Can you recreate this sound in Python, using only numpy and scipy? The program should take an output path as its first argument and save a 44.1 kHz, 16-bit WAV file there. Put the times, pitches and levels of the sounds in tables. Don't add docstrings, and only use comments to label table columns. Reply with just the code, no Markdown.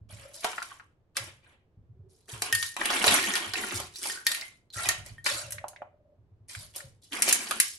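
import sys
import numpy as np
from scipy import signal
from scipy.fft import rfft, irfft, next_fast_len
from scipy.io import wavfile
from scipy.ndimage import uniform_filter1d

SR = 44100
rng = np.random.default_rng(int(sys.argv[2]) if len(sys.argv) > 2 else 0)


def store_wav(level_fs):
    pcm = np.round(np.clip(np.atleast_2d(level_fs), -1, 1) * 32767)
    wavfile.write(sys.argv[1], SR, pcm.T.astype(np.int16))


N = 343098
TIME = np.arange(N) / SR
TOP_HZ = 16200

# f/Hz, gain/dB
SNAP_SPECTRUM = [(100, -18), (350, -2.5), (1900, -4.5), (4200, -5), (6300, 0), (10500, 6.5), (12000, 0.5),
                 (15500, -27.5)]


def undb(db):
    return 10 ** (np.asarray(db) / 20)


def unit(x):
    return x / np.sqrt(np.mean(x ** 2))


def at_hz(hz, points):
    f, value = np.transpose(points)
    return np.interp(np.log(hz + 1), np.log(f), value)


def colour(x, *spectra):
    size = 2 * next_fast_len(x.shape[-1] // 2 + 2048)
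    half = size // 2
    hz = np.arange(half + 1) * SR / size
    gain_db = sum(at_hz(hz, s) for s in spectra)
    cepstrum = irfft(np.log(undb(gain_db)))
    cepstrum[1:half] *= 2
    cepstrum[half + 1:] = 0
    response = np.exp(rfft(cepstrum))
    return irfft(rfft(x, size) * response)[..., :x.shape[-1]]


def add(out, s, sound):
    start = max(int(s * SR), 0)
    part = sound[..., :N - start]
    out[:, start:start + part.shape[-1]] += part


def diffuse(size, null_hz=1500):
    hz = np.arange(size // 2 + 1) * SR / size
    mid, side = rfft(rng.standard_normal((2, size)))
    alike = .88 * np.sinc(hz / null_hz)
    common = mid * np.sqrt(1 + alike)
    opposed = np.outer([1, -1], side * np.sqrt(1 - alike))
    return hz, (common + opposed) / np.sqrt(2)


def burst(decay_s, size=2048):
    x = rng.standard_normal(size) * np.exp(-TIME[:size] / decay_s)
    return x / np.linalg.norm(x)


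def buckle(mean_delay_ms, first=1.0, count=10):
    x = first * burst(0.00023)
    delays = np.minimum(rng.exponential(size=count), 4)
    for delay, strength in zip(delays, rng.random(count)):
        late = int(delay * mean_delay_ms * SR / 1000)
        x += np.roll(burst(.0005), late) * strength / 2
    return x / np.linalg.norm(x)


def crunch(hz, mean_delay_ms=3):
    # f/pitch [multiple], gain/dB
    spectrum = [(.3, -25), (.7, -9.5), (1, 2), (1.6, -10.5), (4, -27), (9, -51.5)]
    x = colour(buckle(mean_delay_ms), [(multiple * hz, db) for multiple, db in spectrum])
    return x / np.linalg.norm(x)


def ring(modes, size=20000):
    hz, db, t60_s = np.transpose(modes)[:, :, None]
    t = TIME[:size]
    gain = undb(db + rng.standard_normal(hz.shape))
    fade = np.exp(-np.log(1000) * t / t60_s)
    return np.sum(gain * np.sin(2 * np.pi * hz * t) * fade, axis=0)


def grains(rate, spread_db, low_hz, octaves, cycles, size, run_s=0):
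    when, strength, pitch, phase = rng.random((int(rate * N / SR), 4)).T[:, :, None]
    start, n = (when * N).astype(int), np.arange(size)
    if run_s:
        run_pitch = rng.random(N)[start // int(run_s * SR)]
        pitch = .85 * run_pitch + .15 * pitch
    base_hz = np.broadcast_to(low_hz, N)[start]
    hz = np.minimum(base_hz * 2 ** (octaves * pitch), TOP_HZ)
    gain = undb(-spread_db * np.log(.98 * strength + .02)) * hz
    fade = np.exp(-n * hz / (cycles * SR))
    waves = gain * fade * np.sin(2 * np.pi * (hz * n / SR + phase))
    return unit(np.bincount((start + n).ravel(), waves.ravel(), minlength=N)[:N])


def jamming(depth_db=2.5, hold_s=.024):
    steps = np.repeat(rng.standard_normal(4000), int(hold_s * SR))[:N]
    return undb(abs(depth_db) * uniform_filter1d(steps, 128))


def stroke(start_s, length_s, release_db_per_s):
    attack_s, sag_db_per_s = 0.019, 27.5
    t = np.maximum(TIME - start_s, 0)
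    loss_db = sag_db_per_s * t + release_db_per_s * np.maximum(t - length_s, 0)
    return np.minimum(t / attack_s, 1) * undb(-np.minimum(loss_db, 200))


def efforts():
    # start/s, length/s, foil effort/dB, sliding effort/dB
    moves = [(0.086, 0.19, -55.5, -56), (0.328, 0.11, -47, -62.5), (0.416, 0.11, -46, -46),
             (0.526, 0.2, -53.5, -54.5), (1.146, 0.11, -51, -50.5), (1.416, 0.072, -73.5, -63),
             (2.085, 0.54, -71, -85), (2.275, 0.09, -49, -52), (2.411, 0.049, -40.5, -39),
             (2.567, 0.096, -38.5, -61), (2.78, 0.14, -45, -39.5), (2.89, 0.45, -35.5, -33),
             (3.046, 0.13, -27.5, -29), (3.207, 0.27, -37.5, -36.5), (3.556, 0.21, -39.5, -38.5),
             (3.723, 0.056, -37.5, -45.5), (3.928, 0.087, -46, -64), (4.013, 0.1, -36, -49),
             (4.248, 0.16, -42, -49.5), (4.724, 0.055, -43.5, -62), (4.758, 0.087, -38, -45),
             (4.82, 0.083, -40, -41), (5.045, 0.0093, -50.5, -55), (5.24, 0.14, -35, -42),
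             (6.478, 0.14, -46.5, -59), (6.732, 0.048, -47.5, -56), (7.017, 0.01, -53, -76.5),
             (7.108, 0.15, -44, -43), (7.241, 0.1, -32.5, -39.5), (7.389, 0.21, -42, -46),
             (7.597, 0.1, -40.5, -77)]
    crisp_lag_s = 0.0015
    foil_relax_db_per_s, crisp_settle_db_per_s = 168.5, 158
    foil_power, sliding_power = 0, 0
    for s, length_s, foil_db, sliding_db in moves:
        bend = undb(foil_db) * stroke(s, length_s, foil_relax_db_per_s)
        slide = undb(sliding_db) * stroke(s + crisp_lag_s, length_s, crisp_settle_db_per_s)
        foil_power = foil_power + bend ** 2
        sliding_power = sliding_power + slide ** 2
    return np.sqrt(foil_power), np.sqrt(sliding_power)


def cavity():
    # t/s, f/Hz, relative level/dB
    track = [(0.3, 586.4, 0), (0.601, 779, -7), (1.95, 398, 6), (2.45, 440, -0.5), (2.802, 377, -3),
             (4.15, 374, 5), (4.348, 723, -5), (4.849, 717, 3), (5.298, 605.3, 1), (6.799, 636, -2),
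             (7.0, 370, -1.5)]
    times, *columns = np.transpose(track)
    return [np.interp(TIME, times, column) for column in columns]


def background():
    # f/Hz, gain/dB
    spectrum = [(25, -9), (105, 1), (200, -11), (400, -12), (1500, -30), (5000, -44), (12000, -54)]
    level_db = -67.5
    return undb(level_db) * unit(colour(irfft(diffuse(N)[1]), spectrum))


def bumps(hz=108, rise_s=0.014, gain_db=3, rub_db=-7, size=12000):
    # t/s, number of bumps, level before gain_db/dB
    grips = [(0.01, 2, -46.5), (1.2, 1, -47.5), (1.771, 3, -50), (2.328, 1, -45), (2.528, 1, -45),
             (3.072, 1, -42), (3.464, 1, -48), (3.739, 1, -42.5), (4.762, 4, -44), (5.32, 3, -48),
             (6.184, 3, -56.5), (6.566, 1, -46), (6.84, 1, -49.5)]
    rub_spectrum = [(25, -10.0), (100, 13.5), (170, -1.0), (400, -23.5), (3000, -73.5)]
    gap_s = 0.11
    out, t = np.zeros((2, N)), TIME[:size]
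    swell = t / rise_s * np.exp(1 - t / rise_s)
    linger = swell ** 0.084 * (1 - t / t[-1])
    for s, count, db in grips:
        for k in range(round(count)):
            jitter = min(k, 1) * 0.084 * rng.standard_normal()
            late_s = gap_s * (k + jitter)
            bump_hz = hz * np.exp(0.07 * rng.standard_normal())
            thud = np.sin(2 * np.pi * bump_hz * t)
            rub = unit(colour(irfft(diffuse(size)[1]), rub_spectrum))
            push = swell * thud + undb(rub_db) * linger * rub
            add(out, s + late_s, undb(db + gain_db) * push)
    return out


def handling(foil_db=2, sliding_db=1, clack_db=-11, air_db=-11, wall_db=-12.0):
    # f/Hz, gain/dB
    foil_spectrum = [(800, -35.5), (2500, -3.5), (4300, 5.5), (6300, 5.5), (8000, 7), (10800, 8.5),
                     (12200, 1), (15000, -25)]
    sliding_spectrum = [(120, -17.5), (330, 3.5), (650, 0), (1100, 1.5), (2000, 3), (3200, 2.5),
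                        (8000, -23)]
    foil_gain, sliding_gain = efforts()

    both = grains(rate=450, spread_db=3.5, low_hz=4140, octaves=1.46, cycles=0.26, size=32)
    facets = grains(rate=1500, spread_db=4, low_hz=2700, octaves=2.2, cycles=10, size=300, run_s=.014)
    foil = unit(unit(colour(facets, foil_spectrum)) + 1.7 * unit(colour(both, foil_spectrum)))

    grating = grains(rate=1300, spread_db=4.2, low_hz=620, octaves=3, cycles=2.2, size=300)
    clacks = grains(rate=400, spread_db=3, low_hz=1100, octaves=2.1, cycles=12, size=1500, run_s=.022)
    cavity_hz, cavity_db = cavity()
    air = grains(rate=200, spread_db=1, low_hz=.88 * cavity_hz, octaves=.33, cycles=10, size=2500)
    air = air * undb(cavity_db)
    slack = (cavity_hz.min() / cavity_hz) ** 2
    walls = grains(rate=300, spread_db=3, low_hz=205, octaves=.8, cycles=3.5, size=2500) * slack
    boom = undb(air_db) * air + undb(wall_db) * walls
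    grate = unit(colour(grating + both, sliding_spectrum))
    clack = undb(clack_db) * unit(colour(clacks, sliding_spectrum))
    sliding = unit(grate + clack + boom)
    return undb(foil_db) * foil * foil_gain + undb(sliding_db) * sliding * sliding_gain * jamming()


def drags(release_db_per_s=220):
    # start/s, length/s, level/dB
    pulls = [(0.148, 0.33, -62), (1.94, 0.19, -63.5), (5.339, 0.62, -53), (6.047, 0.019, -59),
             (6.749, 0.067, -57)]
    slips = grains(rate=90, spread_db=2, low_hz=.9 * cavity()[0], octaves=.2, cycles=10, size=4000)
    hum = unit(colour(slips, [(200, -25), (360, 0), (720, 0), (1400, -40)]))
    gain = sum(undb(db) * stroke(s, length_s, release_db_per_s) for s, length_s, db in pulls)
    return hum * jamming(depth_db=6) * gain


def snaps(gain_db=-4.0, mean_delay_ms=2.6):
    # t/s, level before gain_db/dB, body below 1 kHz/dB, sheen above 6 kHz/dB
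    creases = [(0.445, 10, 14.5, -8), (0.626, -3.5, -2, -7), (1.1684, 12.5, -9, -11), (2.421, 14, 0, -10.5),
               (2.766, 10, 0, -18), (2.8564, 13, -6.5, -9.5), (2.9032, 12, -1.5, -19), (2.936, 6, -1, -18),
               (3.042, 18, -0.5, -14), (3.0681, 18, 6.5, -9.5), (3.0787, 26.5, -13, -32),
               (3.141, 0.5, 3, 10.5), (3.3546, 14.5, -4, -18), (3.366, 9.5, 1, -11), (3.5356, 11, 0.5, -26),
               (3.801, -2.5, 9, -3), (4.056, 2, 4.5, -22), (4.8886, 16, -8, -5), (5.2626, 16.5, -4, -36),
               (5.507, -12, -19, 4.5), (5.5221, -2.5, -16, 2.5), (5.683, -15, -5.5, 5.5),
               (6.4955, -4, -26.5, -24.5), (6.762, -5, 1, 3.5), (7.222, 15.5, -18, -3.5),
               (7.2793, 13.5, 0.5, -27), (7.2891, 13.5, -15, -4.5), (7.294, 13, -4, -8),
               (7.31, 13.5, -16, -18), (7.3268, 15, -30, 1), (7.51, 14.5, -4.5, -14),
               (7.6008, 17.5, -19.5, -2)]
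    out = np.zeros((1, N))
    for s, db, body_db, sheen_db in creases:
        tilt = [(300, body_db - 6.0), (850, body_db), (1700, 0.01), (4600, 0.01), (7500, sheen_db)]
        click = colour(buckle(mean_delay_ms), SNAP_SPECTRUM, tilt)
        add(out, s, undb(db + gain_db) * click)
    return out[0]


def knocks(gain_db=15.0):
    # t/s, f/Hz, level before gain_db/dB
    hits = [(0.531, 1120, -30.5), (0.5812, 1120, -21.5), (0.619, 1370, -25), (0.715, 1100, -33),
            (0.798, 1250, -35), (2.813, 1360, -15), (2.911, 1080, -21), (3.556, 2500, -22),
            (3.638, 1430, -25.5), (3.709, 2350, -24.5), (3.958, 4600, -30), (4.2677, 4160, -12),
            (4.411, 4600, -27.5), (5.583, 1880, -31), (5.6415, 780, -22.5), (5.7325, 743, -42),
            (5.7615, 2030, -37), (5.8194, 736, -26.5), (6.55, 1800, -29.5), (6.804, 1610, -36.5),
            (7.122, 1900, -30.5), (7.131, 3060, -24), (7.511, 1350, -18.5)]
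    out = np.zeros((1, N))
    for s, hz, db in hits:
        add(out, s, undb(db + gain_db) * crunch(hz))
    return out[0]


def landings(plate_db=-0.5, size=20000):
    # t/s, tick level/dB, ring level before plate_db and muffling/dB
    drops = [(2.5264, 7, -22.5), (2.5504, 8, -31), (2.6271, 3, -41), (3.2389, -4, -26), (3.338, 0, -26),
             (3.5372, -4.5, -31.5), (4.099, -4.5, -28), (4.267, 9.5, -18.5), (4.3166, 4, -37.5),
             (4.348, 1.5, -40), (4.8898, -8.5, -15), (5.182, -52, -33), (5.288, -12, -21.5)]
    # f/Hz, level/dB, t60/s
    plate_modes = [(1840, -3, 0.33), (1850, -2.5, 0.31), (3170, -11.5, 0.097), (10650, -17.5, .2)]
    tick_tilt = [(600, -27.5), (1700, 3.0), (4600, 2.0), (7500, -6)]
    muffle_db_per_s, damping_db_per_s2 = 4.5, 112.5
    ticks, rings = np.zeros((2, 1, N))
    for s, tick_db, ring_db in drops:
        poured_s = s - drops[0][0]
        muffle_db = poured_s * (muffle_db_per_s + damping_db_per_s2 * TIME[:size])
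        tick = colour(buckle(mean_delay_ms=0.92), SNAP_SPECTRUM, tick_tilt)
        add(ticks, s, undb(tick_db) * tick)
        add(rings, s, undb(plate_db + ring_db - muffle_db) * ring(plate_modes, size))
    return ticks[0], rings[0]


def tumbling(clink_db=-7):
    # start/s, end/s
    span_s = (4.03, 6.5)
    taps = grains(rate=260, spread_db=2.5, low_hz=1250, octaves=2.1, cycles=16, size=2000, run_s=.03)
    on_pile = uniform_filter1d(1. * ((TIME > span_s[0]) & (TIME < span_s[1])), 4096)
    return undb(clink_db) * taps * on_pile * np.hypot(*efforts())


def clinks(t60_s=0.063, contact_db=14):
    # t/s, f/Hz, ring level/dB
    strikes = [(4.157, 1504, -37), (4.174, 1527, -37), (4.207, 1530, -48.5), (4.421, 2088, -37),
               (4.703, 4180, -48), (4.7591, 1367, -35), (4.776, 1365, -32.5), (4.793, 1394, -33.5),
               (4.856, 2478, -27.5)]
    out = np.zeros((1, N))
    for s, hz, db in strikes:
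        add(out, s, undb(db) * ring([(hz, 0, t60_s)]))
        add(out, s, undb(db + contact_db) * crunch(hz))
    return out[0]


def scatter(x, near_db=1, decay_s=0.0056, hold_s=.016, count=6):
    spectrum = [(400, 3), (1000, 4.5), (1800, 7), (4500, 7.5), (9000, 0)]
    turn = np.repeat(rng.integers(count, size=4000), int(hold_s * SR))[:N]
    out = 0
    for k in range(count):
        hz, noise = diffuse(2048)
        paths = irfft(noise * undb(at_hz(hz, spectrum))) * np.exp(-TIME[:2048] / decay_s)
        paths *= undb(near_db) * np.sqrt(2) / np.linalg.norm(paths)
        paths[:, 0] += 1
        share = uniform_filter1d(1. * (turn == k), 256)
        out = out + signal.oaconvolve((x * share)[None], paths, axes=1)[:, :N]
    return out / np.sqrt(1 + undb(2 * near_db))


def room(x, wet_db=-1, build_s=0.00057, size=32768):
    # centre f/Hz, t60/s, echo level before wet_db/dB
    bands = [(210, 0.072, -1), (1040, 0.29, 2), (2500, 0.32, 2), (4600, 0.29, -2), (12400, 0.12, -3)]
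    hz, noise = diffuse(size)
    t, tail = TIME[:size], 0
    for band, (_, t60_s, db) in enumerate(bands):
        share = at_hz(hz, [(row[0], k == band) for k, row in enumerate(bands)])
        fade = np.exp(-np.log(1000) * t / t60_s) * (1 - np.exp(-(t / build_s) ** 2))
        tail = tail + undb(db) * irfft(noise * share) * fade / np.linalg.norm(fade)
    return undb(wet_db) * signal.fftconvolve(x[None], tail, axes=1)[:, :N]


def room_boom(x):
    # f/Hz, level/dB, t60/s
    modes = [(357.9, -58, .35), (440, -56.5, 0.35), (743, -55, .28)]
    return signal.fftconvolve(x, ring(modes))[:N]


def scene(near_room_db=-6):
    ticks, plate = landings()
    clicks = snaps() + ticks + handling() + tumbling()
    knocking = knocks()
    rings = clinks() + drags()
    echo = room(clicks + rings + undb(near_room_db) * (plate + knocking))
    near = scatter(clicks + knocking) + rings + plate
    return near + echo + room_boom(clicks) + bumps() + background()


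def record(dry, balance_db=-0.93):
    sides_db = np.array([[balance_db], [-balance_db]]) / 2
    sound = np.clip(dry * undb(sides_db), -1, 1)
    top_cut = signal.ellip(8, .2, 70, TOP_HZ, fs=SR, output="sos")
    return signal.sosfilt(top_cut, sound)


dry = scene()
out = record(dry)
store_wav(out)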